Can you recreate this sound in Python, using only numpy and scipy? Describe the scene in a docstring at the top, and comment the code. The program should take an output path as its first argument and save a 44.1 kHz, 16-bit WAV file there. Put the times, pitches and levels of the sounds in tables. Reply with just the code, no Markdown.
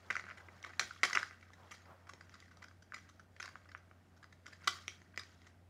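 """In a small furnished room, hands turn and pry at an opened plastic telephone base over a bed.
The dangling circuit board, keypad and a screwdriver tap the shell: impacts excite its damped modes.
Fingers rub it, heard as clumped slips in the same modes; a grainy late tail follows the taps; sleeves
brush cloth, heard as shaped noise. A faint motor hum of two wavering tones and the room's hush lie underneath."""
import sys
import numpy as np
from scipy import signal
from scipy.fft import rfft, irfft
from scipy.io import wavfile

SR = 44100
rng = np.random.default_rng(int(sys.argv[2]) if len(sys.argv) > 2 else 0)


def int16_out(signal):
    """Quantize to a 16-bit WAV file."""
    q = np.round(np.clip(np.atleast_2d(signal).T, -1, 1) * 32767)
    wavfile.write(sys.argv[1], SR, q.astype(np.int16))


N = 250929   # length in samples

# Room hush spectrum. Each row: frequency in Hz, relative spectral density in dB.
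HUSH_SPECTRUM = [(25, -40.5), (50, -10), (75, -6.5), (120, -9.5), (200, -8.5), (320, -14.5), (470, -21),
                 (680, -17.5), (1000, -26.5), (2000, -30.5), (4000, -38), (8000, -42), (15500, -48.5),
                 (16000, -62)]
HUSH_DB = -68   # rms
# Motor tones. Each row: frequency in Hz, rms level in dB about which the tone wavers.
HUM_TONES = [(90, -64.5), (177, -86.5)]
# Reverberation time of the room. Each row: frequency in Hz, time to fall 60 dB in seconds.
ROOM_DECAY = [(300, 0.25), (800, 0.39), (2100, .3), (5500, 0.19), (12000, 0.034)]
# Starting strength of the reverberation. Each row: frequency in Hz, relative level in dB.
ROOM_BALANCE = [(200, 0.5), (1500, -9.5), (5000, -1), (12000, 9.5)]
# Reflections from near walls and bed. Each row: delay in seconds, level in dB.
NEAR_ECHOES = [(.004, -14), (.008, -15), (.016, -23)]
ROOM_DB = -10.5   # total energy of the diffuse reverberation

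# Cloth friction spectrum. Each row: frequency in Hz, relative spectral density in dB.
CLOTH_SPECTRUM = [(300, -14), (600, -6.5), (900, -6.5), (1300, -8.5), (2500, -24), (6000, -40.5)]
# Sleeve strokes on cloth. Each row: centre in seconds, length in seconds, level at the centre in dB.
SLEEVE_BRUSHES = [(0.11, 0.24, -64.5), (0.466, 0.59, -67), (0.835, 0.15, -64), (1.183, 0.16, -58.5),
                  (1.632, 0.18, -64.5), (1.908, 0.14, -62), (2.11, 0.56, -73.5), (2.63, 0.17, -73),
                  (3.185, 0.21, -82.5), (3.52, 0.2, -75), (4.244, 0.28, -84), (4.71, 0.21, -72),
                  (5.31, 0.19, -83)]
CLOTH_REST_DB = -82.5   # faint rustle between brushes

# Modes of the shell held in the hand. Each row: frequency in Hz, relative strength in dB,
# time to fall 60 dB after a tap in seconds.
SHELL_MODES = [(195, -12.5, .05), (379, -5.5, 0.026), (540, 5, 0.0071), (682, 11, 0.0076),
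               (1150, -12, 0.033), (1260, 1, 0.017), (1419, 2, 0.019), (1570, 6, 0.013),
               (1840, 8.5, 0.0078), (1990, 0.5, 0.018), (2200, 2, 0.012), (2560, -0.5, 0.0039),
               (2757, 3, 0.0039), (3300, 6.5, 0.0035), (3850, 1, 0.0049), (4214, 3.5, 0.0039),
               (4612, -1, 0.0068), (4900, -3.5, 0.012), (5360, 2, 0.0067), (5830, -4, 0.01),
               (6270, -1.5, 0.0068), (6814, 0.5, .005), (7450, -3.5, 0.0043), (8650, -4, 0.0018),
               (9700, -8.5, 0.0032), (10670, -13, 0.0027), (11840, -16.5, .004), (13540, -13, 0.0025),
               (15100, -16, 0.0027)]
THUD_HZ, CLICK_HZ, CRACK_HZ = 900, 2900, 8000   # borders between thud, body, click and crack modes
# Radiation bands of the body, click and crack families in turn. Each row: lower edge in Hz, upper edge in Hz.
RADIATION_BANDS = [(1120, 2910), (3000, 7020), (8200, 14000)]

# How busily the fingers work on the shell. 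Each row: time in seconds, rub level in dB.
FINGER_WORK = [(0, -69), (.3, -72), (.45, -71.5), (.95, -65), (1.35, -71.5), (1.62, -73.5), (1.75, -68),
               (1.95, -77.5), (2.1, -76.5), (2.42, -70), (2.82, -83), (3.05, -71.5), (3.3, -84),
               (3.5, -69.5), (3.8, -81), (4.0, -80.5), (4.4, -80.5), (4.52, -67), (4.58, -76),
               (4.64, -63.5), (5.1, -78), (5.24, -73), (5.33, -73.5), (5.47, -71.5), (5.69, -90)]
RUB_CLICK_DB, RUB_CRACK_DB = -7, -22.5   # rub in click and crack modes re that in body modes
TICKS_PER_S, TICKS_DB = 150, -8   # typical rate of stray ticks; level re the rub

# Late tail after taps: gain in each band, then rise and 60 dB fall
TAIL_BODY_DB, TAIL_CLICK_DB, TAIL_CRACK_DB = -21, -13.5, -14
TAIL_RISE_S, TAIL_BODY_T60_S, TAIL_CLICK_T60_S = 0.024, 0.5, 0.38   # the crack falls as the click

# Taps on the shell. Each row: start in seconds, body level in dB, favoured body frequency in Hz,
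# click re body in dB, favoured click frequency in Hz, thud re body in dB, contact length in ms.
# The levels are peak settings, to which the trims below are added.
SHELL_TAPS = [(.1023, -27, 1990, -20.5, 3840, -31, 10.1), (.1065, -35, 1980, -7.5, 4030, -6, 5.9),
              (.1275, -47, 2080, -1, 3900, -14, 3.3), (.1446, -53, 2080, -3, 3120, -36, 4.6),
              (.1539, -32, 1560, -14, 4660, -47, 5), (.1662, -26.5, 1980, -14, 5830, -20, 2),
              (.1953, -36.5, 1570, -16, 4100, -19, 4.4), (.2098, -51, 1530, -3, 4670, -6, 2),
              (.2399, -44.5, 1500, -13, 4400, -7, 2.4), (.2516, -53, 1550, -13, 4500, -28, 7.1),
              (.2665, -44, 1570, -29, 3400, -11, 1.7), (.281, -48, 1570, -16, 4060, -29, 8.2),
              (.2887, -43, 1570, -15, 4700, -27, 1.2), (.2945, -46, 1610, -8, 4660, -12, 2.2),
              (.3013, -41, 1600, -23, 3470, -21, 3.1), (.3096, -41.5, 1570, -16.5, 4080, -25, 5.5),
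              (.317, -51, 1560, -11, 3830, -5, 6.5), (.372, -50, 1980, -7.5, 3440, -10, 17),
              (.4018, -53, 1580, -11, 4000, -7, 9.4), (.4852, -47.5, 1800, -26, 3000, -7, 6.5),
              (.628, -57, 2210, 10.5, 6350, 1, 3), (.6392, -42.5, 2200, -17, 2900, -23, 6.1),
              (.6454, -40, 1540, -8.5, 3160, -18, 5.9), (.6613, -47.5, 1210, -10.5, 3900, -4.5, 17),
              (.6926, -51, 1410, -17, 4700, -4.5, 21), (.7342, -48, 1830, -18, 3300, -14, 7),
              (.7952, -21.5, 2100, -2.5, 3720, -20.5, 3.5), (.7976, -40, 1330, 8, 6800, -2, 6.9),
              (.8106, -33, 1570, -12, 6470, -10.5, 6), (.8212, -41, 1840, -26, 3860, -12.5, 18),
              (.9083, -39, 1450, -22, 4900, -28, 4.6), (.961, -52, 1210, -20, 6900, -16, 7),
              (.9936, -66, 1520, -21, 6700, -11, 3.2), (1.0324, -17, 2390, -11, 3200, -16, 4.2),
              (1.0366, -21, 1090, -3, 3940, -24.5, 5.3), (1.0438, -29, 1830, -4.5, 4900, -12, 15.4),
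              (1.0754, -41, 1440, -10, 5500, -38, 8.5), (1.0973, -41, 1230, -1, 5600, -25, 6.4),
              (1.1089, -33.5, 1480, -14, 4500, -30, 1.5), (1.1301, -30, 1840, -1.5, 4900, -16, 5.7),
              (1.1502, -23, 2620, -10, 3260, -22, 8.5), (1.1591, -32, 1150, -18, 2900, -10, 9.2),
              (1.1724, -16.5, 1645, -41, 3300, -54, 1.6), (1.1827, -47.5, 2050, 7, 3570, -6, 2.6),
              (1.1921, -51, 1260, 6, 2900, -26, 6.5), (1.2296, -28, 1590, -12.5, 3300, -27, 3.45),
              (1.3099, -44.5, 1660, -13, 5760, -15, 1.2), (1.4107, -58, 1880, -3, 3630, -26, 3.3),
              (1.4273, -50.5, 1800, -13, 5800, -23, 5), (1.5036, -54.5, 1200, -13, 3700, -4, 3.5),
              (1.5333, -54, 1850, -3.5, 4830, -11, 9.3), (1.7098, -50, 2370, -3, 2940, -6.5, 7.3),
              (1.7142, -46.5, 2400, -3, 6300, -11, 15), (1.7389, -53.5, 1720, -2.5, 4900, -8, 19),
              (1.7803, -66, 2130, 4, 6040, -14, 4.4), (1.8172, -66, 2090, 0, 6400, -13, 7.6),
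              (1.8549, -58, 1950, -7, 4600, -10, 6.4), (2.0695, -56, 1590, -8, 3080, -14, 9.9),
              (2.0918, -45, 1150, -3.5, 5560, -30, 8.5), (2.1349, -50, 1930, 1, 5750, -2, 4.6),
              (2.2091, -48.5, 1590, -7, 4500, -11, 4.9), (2.2947, -53.5, 1960, -1, 5800, -18, 2.7),
              (2.322, -65, 1900, -1, 4600, -15, 6.6), (2.3398, -51.5, 1200, -2.5, 4860, -22, 9.2),
              (2.3533, -51.5, 1260, -11, 6850, -21, 4.1), (2.4021, -57, 1860, 6, 5570, -15, 3.7),
              (2.4242, -54.5, 1880, -24, 4300, -13, 5.8), (2.5117, -57.5, 1250, -8.5, 5330, -25, 11),
              (2.5708, -60, 1260, 3.5, 4900, -4, 4.3), (2.62, -48.5, 1140, -11, 3040, -31, 13),
              (2.6277, -46, 1300, -5.5, 4730, -21, 0.75), (2.6409, -47.5, 1750, -4, 3920, -18, 6.4),
              (2.6825, -56.5, 1310, -2, 3300, -24, 4.9), (2.7114, -56, 1520, -16.5, 3630, -21.5, 8),
              (2.8223, -59, 1570, -1.5, 5200, -11, 9.4), (2.9213, -40, 1554, -21.5, 3830, -31, 2),
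              (2.936, -44.5, 1260, -19, 5000, -16, 7.2), (2.9426, -39, 1730, -6, 5360, -17, 7),
              (2.9612, -47.5, 1890, -7, 5050, -34, 6.5), (2.9675, -46.5, 1260, -18, 3200, -14, 4.7),
              (2.9789, -51.5, 1560, -7, 3360, -18, 12), (3.09, -57.5, 1230, -2, 6230, -35, 11.6),
              (3.1949, -51.5, 1704, -10, 5570, -20, 9.7), (3.3637, -53, 1800, -8.5, 3400, -12.5, 5.7),
              (3.3994, -39, 1730, -5.5, 6200, -16.5, 9), (3.4158, -57, 1560, 5, 5960, -18, 8.4),
              (3.4264, -39, 2050, -1, 5200, -27, 4.4), (3.4381, -48, 1410, -7, 3900, -7.5, 15),
              (3.4557, -45.5, 1150, -2.5, 4780, -18, 6), (3.4778, -43, 1570, -10, 5200, -11, 3.3),
              (3.4881, -50.5, 1320, -4, 2930, -15, 7.1), (3.5557, -41.5, 1300, -17, 4940, -12, 1.4),
              (3.6556, -57.5, 1310, -17, 5000, -10, 5.6), (3.689, -56, 2100, -5, 4600, -8, 7.6),
              (3.716, -51, 1480, -6.5, 4060, -22, 6.4), (3.749, -36.5, 1380, -30, 2900, -20, 0.94),
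              (3.773, -61, 1420, -2, 6070, -6, 10), (3.9123, -53, 1407, -27.5, 2910, -5.5, 4.4),
              (4.165, -64.5, 1414, -2.5, 5360, -18.5, 17), (4.2278, -52.5, 1410, -7, 4720, -18.5, 9.1),
              (4.242, -48.5, 1130, -7, 4340, -17, 3), (4.3247, -55.5, 1860, -5.5, 3970, -10, 8),
              (4.4584, -52.5, 1530, -5.5, 5390, -14, 7.7), (4.4654, -42.5, 1560, -4.5, 5470, -16, 2.9),
              (4.477, -55.5, 1230, -2, 4880, -6, 11.6), (4.5277, -50, 1840, -4.5, 4940, -10, 9.1),
              (4.6203, -56, 1140, -19, 5100, -13, 2.4), (4.6429, -50, 1160, -2, 5800, -21, 4.9),
              (4.6737, -23, 1330, -2.5, 5300, -16.5, 8.64), (4.677, -27, 2030, 1.5, 3300, -40, 5.5),
              (4.8801, -33, 2040, 1.5, 5960, -13, 2.63), (5.0173, -55.5, 2060, -6.5, 6260, 0.5, 3.5),
              (5.1423, -55.5, 1540, -24, 5200, -23, 3.5), (5.1594, -58, 2070, 1, 4780, -24, 5.9),
              (5.1754, -30.5, 2020, -9, 6100, -14.5, 4.3), (5.1937, -44.5, 1360, 5, 4600, -18, 6),
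              (5.205, -55, 1180, -20, 4600, -15, 18), (5.2347, -50, 2200, -.5, 4600, -19, 2.4),
              (5.418, -59, 1970, -2, 6000, -5, 2.3), (5.4671, -55, 1720, -2.5, 3080, -12, 9.9)]
TAP_TRIM_DB, THUD_TRIM_DB, CLICK_TRIM_DB = 3.0, -2.0, 0.5
CRACK_DB, CRACK_DB_PER_MS, CRACK_SPREAD_DB = -21, 0.39, -0.5   # crack re click: more in long contacts, some chance
# weight of the opening impulse in click and crack modes, giving a softer treble onset; 1 in the others
TREBLE_ONSET = 0.5

# Faint ring of the loose circuit board and metal plate. Each row: frequency in Hz,
# gain re the tap in dB, time to fall 60 dB in seconds.
BOARD_MODES = [(1224, -61.5, 0.34), (1960, -63, 0.15), (2200, -54, 0.14), (3230, -55, 0.33),
               (4600, -53.5, 0.306), (5200, -60, 0.26), (6500, -63.5, .3)]

MIC_LOW_HZ, CUTOFF_HZ = 70.6, 16365   # bass corner; frequency where the treble is first 50 dB down


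def from_db(db):
    """Level to amplitude: 20 dB is a factor of ten."""
    return 10 ** (np.asarray(db) / 20)


def rms_one(x):
    """Normalisation by mean power, to rms 1."""
    return x / np.sqrt(np.mean(x ** 2) + 1e-20)


def at_hz(points, hz):
    """Interpolation of a table along log frequency."""
    table_hz, values = np.transpose(points)
    return np.interp(np.log(np.maximum(hz, 1)), np.log(table_hz), values)


def coloured(spectrum):
    """Spectral shaping: white noise weighted frequency by frequency; rms 1."""
    white = rfft(rng.standard_normal(N))
    gain = from_db(at_hz(spectrum, np.fft.rfftfreq(N, 1 / SR)))
    return rms_one(irfft(white * gain, N))


def drift(rate):
    """Slow random fluctuation: noise through a double low-pass pole at a rate in Hz; rms 1."""
    r = np.exp(-2 * np.pi * rate / SR)
    noise = rng.standard_normal(N + SR)
    return rms_one(signal.lfilter([1], [1, -2 * r, r * r], noise)[SR:])   # the filter's first second is dropped


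def filtered(x, order, edges_hz, kind):
    """Butterworth filtering: a maximally flat pass band."""
    return signal.sosfilt(signal.butter(order, edges_hz, kind, fs=SR, output="sos"), x)


def ring(clicks, hz, t60):
    """Damped resonance: a unit click sets a decaying sine of initial height 1 ringing."""
    r, w = from_db(-60 / (t60 * SR)), 2 * np.pi * hz / SR
    return signal.lfilter([0, np.sin(w)], [1, -2 * r * np.cos(w), r * r], clicks + 1e-18)


def hush():
    """Ambient noise: a steady random signal with mostly low-frequency power."""
    return from_db(HUSH_DB) * coloured(HUSH_SPECTRUM)


def hum():
    """Rotating source: a distant motor's tones share one wavering speed; each level wavers on its own."""
    turn = 2 * np.pi * np.cumsum(1 + .006 * drift(3.3)) / SR
    return sum(np.sqrt(2) * from_db(db + 1.5 * drift(5.1)) * np.sin(hz * turn) for hz, db in HUM_TONES)


def room(x):
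    """Reverberation: a few near echoes and diffuse noise that dies band by band."""
    t = np.arange(SR // 2) / SR
    edges = 150 * 2 ** np.arange(0, 7.1, .5)   # half octaves
    diffuse = 0
    for low, high in zip(edges, edges[1:]):
        band = filtered(rng.standard_normal(len(t)), 2, [low, high], "band")
        hz = np.sqrt(low * high)
        diffuse = diffuse + band * from_db(at_hz(ROOM_BALANCE, hz) - 60 * t / at_hz(ROOM_DECAY, hz))
    response = diffuse * np.clip(t / .012, 0, 1)   # the diffuse field builds up over 12 ms
    response *= from_db(ROOM_DB) / np.sqrt(np.sum(response ** 2))
    for s, db in NEAR_ECHOES:
        response[round(s * SR)] += from_db(db)
    return signal.fftconvolve(x, response)[:N]


def cloth():
    """Fibre friction: soft noise swells and fades with each sleeve stroke."""
    t = np.arange(N) / SR
    level = from_db(CLOTH_REST_DB)
    for s, length_s, db in SLEEVE_BRUSHES:
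        level = level + from_db(db) * np.exp(-8 * ((t - s) / length_s) ** 2)
    return level * from_db(0.5 * drift(25)) * coloured(CLOTH_SPECTRUM)


def rub(low_hz, high_hz, per_s):
    """Stick-slip friction: clumped small clicks are dealt at random to the shell's modes; rms 1."""
    sizes = from_db(2.8 * np.minimum(rng.exponential(1, N), 5)) * rng.choice([-1, 1], N)
    chance = per_s * from_db(2.5 * drift(30)) / SR
    slips = sizes * (rng.random(N) < chance)
    dealt = rng.integers(0, len(SHELL_MODES), N)
    total = 0
    for k, (hz, db, t60) in enumerate(SHELL_MODES):
        if low_hz <= hz < high_hz:
            total = total + from_db(db) * ring(slips * (dealt == k), hz, 2.0 * t60)   # rings longer than a tap
    return rms_one(total)


def late_tail(taps_part, t60):
    """Late reverberation: the level of a grainy diffuse tail follows the taps' power, swelling and dying away."""
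    rise = np.exp(-1 / (TAIL_RISE_S * SR))
    fall = from_db(-120 / (t60 * SR))   # acts on power, so the level falls 60 dB in t60
    power = signal.lfilter([1 - fall], [1, -fall], taps_part ** 2 + 1e-18)
    power = signal.lfilter([1 - rise], [1, -rise], power)
    return np.sqrt(power)


def handling(hits):
    """Incoherent addition: the levels of finger friction and the taps' late tail add in power, band by band."""
    fingers = from_db(np.interp(np.arange(N) / SR, *np.transpose(FINGER_WORK)))
    low = filtered(hits, 4, CLICK_HZ, "low")
    high = filtered(hits, 4, CLICK_HZ, "high")
    top = filtered(hits, 4, CRACK_HZ, "high")
    body_tail = from_db(TAIL_BODY_DB) * late_tail(low, TAIL_BODY_T60_S)
    click_tail = from_db(TAIL_CLICK_DB) * late_tail(high, TAIL_CLICK_T60_S)
    crack_tail = from_db(TAIL_CRACK_DB) * late_tail(top, TAIL_CLICK_T60_S)
    # the same grains serve the rub and the tail
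    grains = np.hypot(fingers, body_tail) * rub(THUD_HZ, CLICK_HZ, 6200)
    grains += np.hypot(fingers * from_db(RUB_CLICK_DB), click_tail) * rub(CLICK_HZ, CRACK_HZ, 12000)
    grains += np.hypot(fingers * from_db(RUB_CRACK_DB), crack_tail) * rub(CRACK_HZ, SR, 12000)
    ticks = fingers * from_db(TICKS_DB) * rub(THUD_HZ, SR, TICKS_PER_S)
    return grains + ticks


def board(hits):
    """Sympathetic resonance: the taps set the loose board and plate ringing faintly."""
    return sum(from_db(db) * ring(hits, hz, t60) for hz, db, t60 in BOARD_MODES)


def mode_rings(hz, t60, group):
    """Modal decay and radiation: each mode is a dying sine, and each family above the thud is band-limited."""
    t = np.arange(1500) / SR
    rings = np.sin(2 * np.pi * np.outer(hz, t)) * from_db(-60 * t / t60[:, None])
    rings *= 1 - np.exp(-np.outer(hz, t) / 0.63)   # the contact is soft: each mode swells for part of a cycle
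    for g, edges_hz in enumerate(RADIATION_BANDS, start=1):   # the small shell sends out little beside these
        rings[group == g] = filtered(rings[group == g], 4, edges_hz, "band")
    return rings


def taps():
    """Impact excitation: an opening impulse and quick bounces favour the modes near each tap's own pitches."""
    hz, mode_db, t60 = np.transpose(SHELL_MODES)
    group = np.digitize(hz, [THUD_HZ, CLICK_HZ, CRACK_HZ])   # 0 thud, 1 body, 2 click, 3 crack
    rings = mode_rings(hz, t60, group)
    out = np.zeros(N + 3000)
    luck = rng.standard_normal((len(SHELL_TAPS), len(hz)))
    crack_luck = rng.standard_normal(len(SHELL_TAPS))
    bounce = rng.random((len(SHELL_TAPS), 5, 40))   # four rows of sizes, one of intervals
    for k, (s, body_db, body_hz, click_db, click_hz, thud_db, ms) in enumerate(SHELL_TAPS):
        crack_db = CRACK_DB + CRACK_DB_PER_MS * ms + CRACK_SPREAD_DB * crack_luck[k]
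        late_ms = np.cumsum(bounce[k, 4]) * .8
        touching = np.clip(ms - 1.5 - late_ms, 0, 1)   # bounces cease shortly before the contact ends
        late = np.minimum(late_ms * SR / 1000, 1499).astype(int)
        near_body = -np.minimum(30 * abs(np.log2(hz / body_hz)), 13)   # dB, by distance in octaves
        near_click = -np.minimum(22 * abs(np.log2(hz / click_hz)), 5)
        favour_db = np.choose(group, [0, near_body, near_click, 0])
        strength = from_db(mode_db + favour_db + 3.3 * luck[k])
        after_ms = np.maximum(np.arange(2999) / SR * 1000 - 0.99 * ms, 0)
        pressed = from_db(-np.minimum(8 * after_ms, 14))   # the part comes to rest on the shell and damps it
        treble_db = click_db + CLICK_TRIM_DB
        at = round(s * SR)
        for g, part_db in enumerate([thud_db + THUD_TRIM_DB, 0, treble_db, treble_db + crack_db]):
            touch = np.zeros(1500)
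            np.add.at(touch, late, touching * (bounce[k, g] - .5) * 1.85)   # each bounce lands a little elsewhere
            touch[0] += TREBLE_ONSET if g > 1 else 1
            part = signal.fftconvolve(touch, strength[group == g] @ rings[group == g])
            if g > 0:   # the thud is left undamped
                part = part * pressed
            gain = from_db(body_db + part_db + TAP_TRIM_DB)
            out[at:at + len(part)] += gain * part / abs(part).max()
    return out[:N]


def scene():
    """Superposition: taps with the board's ring and the room, over handling, cloth, hum and hush."""
    hits = taps()
    return (hits + board(hits) + room(hits) + handling(hits) + cloth() + hum() + hush())[None]


def record(dry):
    """Band limitation: the microphone drops the deep bass and the top is cut steeply."""
    mic = filtered(dry, 2, MIC_LOW_HZ, "high")
    return signal.sosfilt(signal.cheby2(14, 50, CUTOFF_HZ, fs=SR, output="sos"), mic)


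dry = scene()
out = record(dry)
int16_out(out)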